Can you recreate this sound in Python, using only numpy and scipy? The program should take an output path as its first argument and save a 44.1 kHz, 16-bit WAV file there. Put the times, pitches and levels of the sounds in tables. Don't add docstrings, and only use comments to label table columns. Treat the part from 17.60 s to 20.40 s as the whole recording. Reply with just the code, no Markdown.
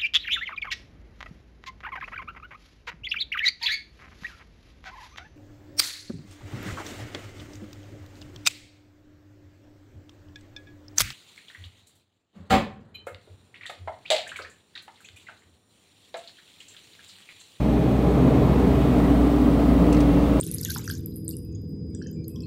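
import sys
import numpy as np
from scipy import signal
from scipy.io import wavfile
from scipy.ndimage import uniform_filter1d

SR = 44100
rng = np.random.default_rng(int(sys.argv[2]) if len(sys.argv) > 2 else 0)


def decibels_to_gain(level_db):
    exponent = np.asarray(level_db, float) / 20
    return 10 ** exponent


def persist_wave(psi):
    counts = np.round(np.clip(psi, -1, 1) * 32767).astype(np.int16)
    wavfile.write(sys.argv[1], SR, np.atleast_2d(counts).T)


N = 123479

# time_s, hum_hz
ENGINE_HUM = [(0.0, 61.41), (0.15, 61.57), (0.3, 62.38), (0.5, 62.56), (0.7, 62.99), (0.9, 62.36),
              (1.1, 61.95), (1.3, 61.2), (1.5, 60.51), (1.7, 59.84), (1.9, 59.58), (2.1, 59.4),
              (2.3, 58.81), (2.55, 58.79), (2.8, 58.99)]
# time_s, nearness_db
NEARNESS = [
    (0, -32),
    (.3, -30.5),
    (.6, -27.5),
    (.9, -27.5),
    (1.2, -28),
    (1.5, -28),
    (1.8, -30.5),
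    (2.1, -28.5),
    (2.45, -29.5),
    (2.8, -31),
]
# multiple, level_db [rms at 59.5 Hz hum], slope_db_per_hz [of hum]
ENGINE_ORDERS = [(4, -23.5, -0.9), (5, -49, -2), (8, -34, 2), (9, -33, 0.8), (11, -33.5, -0.8),
                 (12, -32, -0.64), (16, -35, 0.5), (17, -34, 1.4), (19, -29, -0.34), (20, -27, -5),
                 (21, -46, 1.5), (26, -40.5, 1.3), (33, -48, -15.5)]
# pitch_hz, width_hz, level_db
BAY_MODES = [(47.2, 40, -14.5), (78.3, 14.8, -11), (137.9, 24, -12), (175, 24.6, -7), (206.3, 25, -5),
             (235.2, 12.1, -7), (252, 25, -5.5), (296.7, 55, -13.5), (320.8, 43, -18)]
# pitch_hz, level_db [per Hz]
ROAR_COLOUR = [(190, -9), (320, -11), (346, -6), (384, 1.5), (477, 3.5), (518, -2), (622, -1.5), (850, -9),
               (1220, -13), (1700, -30.5), (2210, -26.5), (3740, -120)]
# pitch_hz, width_hz, level_db
PANEL_MODES = [(391.3, 56, -35.5), (495.4, 13, -50.5), (571, 52, -42), (628, 28, -44), (736, 11, -51.5),
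               (795, 130, -49), (985, 6.9, -54.5), (1258, 28, -52)]
# pitch_hz, level_db [per Hz]
RUSH_COLOUR = [(760, 1), (1550, -7), (2000, -6.5), (3270, -11.5), (4300, -15.5), (5000, -20), (6470, -23),
               (12600, -28.5), (15100, -25), (15900, -36)]
# time_s, level_db
AIRFLOW = [
    (0, -1.1),
    (.4, 0),
    (.9, 1.1),
    (1.4, 2),
    (1.9, 0.8),
    (2.3, 1.9),
    (2.8, 1.4),
]
# pitch_hz, width_hz, level_db, loudest_s
WHINING_PANELS = [(1990, 20, -62, 2.0), (15640, 180, -69, 2.2), (7100, 200, -74, 1.0),
                  (8040, 200, -70, 1.6), (8500, 220, -67, 1.4), (8810, 150, -72, 2.2),
                  (9230, 150, -74, 1.3), (10090, 140, -73, 1.4), (10540, 120, -72, 1.8),
                  (11820, 200, -66.5, 1.9), (12500, 200, -76, .6), (13270, 120, -73, 1.6),
                  (13560, 130, -72, 1.8), (13810, 100, -75, .8), (14305, 120, -71.5, 1.6),
                  (14620, 80, -73, 2.0), (14900, 120, -70, .9), (15135, 16, -71, 2.0),
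                  (15465, 70, -69.5, 2.2)]
# time_s, pitch_hz, peak_db, length_s
HARD_FIRINGS = [(0.052, 247, -26.5, 0.04), (0.59, 179.7, -32, 0.037), (0.666, 239.6, -19, 0.044),
                (0.864, 205, -25.5, 0.054), (1.123, 134, -34, .07), (1.354, 246.1, -21, 0.11),
                (1.46, 178.2, -23, 0.055), (1.91, 246.2, -21, 0.052), (2.106, 234.7, -21.5, 0.066),
                (2.217, 175, -22, 0.072), (2.54, 172, -26, 0.057), (.52, 189.5, -27, .06),
                (.59, 130, -23.5, .06), (1.04, 485, -29.5, 0.052), (1.57, 287, -20, 0.11)]
# start_s, level_db [rms], rise_s, dulling_db_per_khz
KNOCKS = [
    (2.3235, -36.5, .0045, -.25),
    (2.3445, -39, .002, -2.5),
    (2.366, -43, .003, -2.2),
    (2.399, -39.5, .008, -.65),
]
# pitch_hz, width_hz, level_db, t60_s
FITTING_MODES = [(2100, 900, -5, .09), (2800, 450, -8, .12), (3600, 1100, -6, .07), (4550, 700, -5, .055),
                 (5200, 900, -7, .045), (6050, 600, -2.5, .045), (7000, 1300, -5, .04),
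                 (8000, 900, -5, .045), (9000, 1200, -5, .05), (10500, 1800, -9, .03),
                 (13500, 3500, -13, .015)]


def evened(x):
    return x / np.sqrt(np.mean(x ** 2) + 1e-20)


def control(table):
    time_s, value = np.transpose(table)
    curve = np.interp(np.arange(N) / SR, time_s, value)
    return uniform_filter1d(curve, size=3000, mode="nearest")


def slow(top_hz, count):
    t = np.arange(0, N + 128, 64)[:, None] / SR
    hz = top_hz * np.geomspace(.1, 1, 16)
    curves = []
    for phase in rng.random((count, 16)):
        wander = evened((np.sin(2 * np.pi * (hz * t + phase)) / np.sqrt(hz)).sum(1))
        curves.append(np.interp(np.arange(N) / SR, t[:, 0], wander))
    return curves


def resonate(x, hz, width_hz):
    turn = np.exp(2j * np.pi * hz * np.arange(len(x)) / SR)
    r = np.exp(-np.pi * width_hz / SR)
    return 2 * (turn * signal.lfilter([1 - r], [1, -r], x / turn)).real


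def sing(table, swell_db):
    air, t = rng.standard_normal(N), np.arange(N) / SR
    out = np.zeros(N)
    for (hz, width_hz, db, *spot), swell in zip(table, slow(.9, count=len(table))):
        fall_db = 5 * sum(abs(t - at) for at in spot)
        tone = evened(resonate(resonate(air, hz, width_hz), hz, width_hz))
        out += decibels_to_gain(db + swell_db * swell - fall_db) * tone
    return out


def patchy_noise(colour_points, patchy_db, ridge_db, size):
    frames, hz = N * 4 // size + 12, np.fft.rfftfreq(size, 1 / SR)
    a, b, patches, ridges = rng.standard_normal((frames, len(hz), 4)).T
    patches = evened(uniform_filter1d(uniform_filter1d(patches, size=8, axis=0), size=14, axis=1))
    ridges = evened(uniform_filter1d(uniform_filter1d(ridges, size=3, axis=0), size=120, axis=1))
    f, level_db = np.transpose(colour_points)
    colour_db = np.interp(np.log(hz + 1), np.log(f + 1), level_db, left=-100, right=-100)
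    z = (a + 1j * b) * decibels_to_gain(colour_db[:, None] + patchy_db * patches + ridge_db * ridges)
    noise = signal.istft(z, nperseg=size, noverlap=size * 3 // 4)[1]
    return evened(noise[size:N + size])


def engine_orders(hum_hz):
    boom_hz, boom_width_hz, boom_db = 286, 5, 6
    waver_db, waver_hz, drift_rad = 1.7, 16, .35
    cycle_hz = hum_hz * .25
    turns, out = np.cumsum(cycle_hz) / SR, np.zeros(N)
    count = len(ENGINE_ORDERS)
    wavers, drifts = slow(waver_hz, count), slow(waver_hz, count)
    for (k, db, slope_db), waver, drift, phase in zip(ENGINE_ORDERS, wavers, drifts, rng.random(count)):
        boom = boom_db / (1 + ((k * cycle_hz - boom_hz) / boom_width_hz) ** 4)
        level_db = db + slope_db * (hum_hz - 59.5) + boom + waver_db * waver * np.sqrt(k / 8)
        angle = 2 * np.pi * (k * turns + phase) + drift_rad * drift * k / 8
        out += np.sqrt(2) * decibels_to_gain(level_db) * np.sin(angle)
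    return out


def exhaust(hum_hz, near_db):
    bay_db, bay_follow, roar_db = -24, 0.81, -27.5
    puff = 1 + .07 * np.cos(2 * np.pi * np.cumsum(hum_hz) / SR)
    bay = evened(sing(BAY_MODES, swell_db=1.46))
    roar = decibels_to_gain(roar_db) * patchy_noise(ROAR_COLOUR, patchy_db=0.12, ridge_db=1.5, size=2048)
    panels = sing(PANEL_MODES, swell_db=0.2)
    return puff * (decibels_to_gain(bay_db + bay_follow * near_db) * bay + decibels_to_gain(near_db) * (roar + panels))


def blower():
    rush = decibels_to_gain(-41) * patchy_noise(RUSH_COLOUR, patchy_db=-0.33, ridge_db=1.5, size=2048)
    return decibels_to_gain(control(AIRFLOW)) * (rush + sing(WHINING_PANELS, swell_db=1.5))


def bay_surges():
    t, out = np.arange(N) / SR, np.zeros(N)
    for (s, hz, db, length_s), phase in zip(HARD_FIRINGS, rng.random(len(HARD_FIRINGS))):
        swell = np.exp(-2 * ((t - s) / length_s) ** 2)
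        out += np.sqrt(2) * decibels_to_gain(db) * swell * np.sin(2 * np.pi * (hz * t + phase))
    return out


def fitting_rattles():
    out, t = np.zeros(N), np.arange(8000) / SR
    for (s, db, rise_s, dull_db), scuff in zip(KNOCKS, rng.standard_normal((len(KNOCKS), len(t)))):
        ring = np.zeros(len(t))
        for k, (hz, width_hz, mode_db, t60_s) in enumerate(FITTING_MODES):
            decay_db = 60 * np.maximum(t - rise_s, 0) / t60_s
            mode = evened(resonate(resonate(scuff, hz, width_hz), hz, width_hz))
            ring += (-1) ** k * decibels_to_gain(mode_db + dull_db * hz / 1000 - decay_db) * mode
        ring *= np.minimum(t / rise_s, 1) ** 2
        peak_rms = ring[round(rise_s * SR):][:256].std()
        out[round(s * SR):][:len(t)] += decibels_to_gain(db) * ring / peak_rms
    return out


def scene():
    hum_hz, near_db = control(ENGINE_HUM), control(NEARNESS)
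    near_db = near_db - near_db.mean()
    engine = decibels_to_gain(.5 * near_db) * engine_orders(hum_hz)
    mix = engine + exhaust(hum_hz, near_db) + blower() + bay_surges() + fitting_rattles()
    return mix[None]


def top_cut(x):
    return signal.sosfilt(signal.butter(12, 16080, fs=SR, output="sos"), x)


def record(dry):
    start = np.minimum(np.arange(N) / 150, 1)
    treble_limit = signal.firwin(1023, 15760, window=("kaiser", 10), fs=SR)[None]
    mix = signal.oaconvolve(dry * start, treble_limit, "same")
    return top_cut(mix)


dry = scene()
out = record(dry)
persist_wave(out)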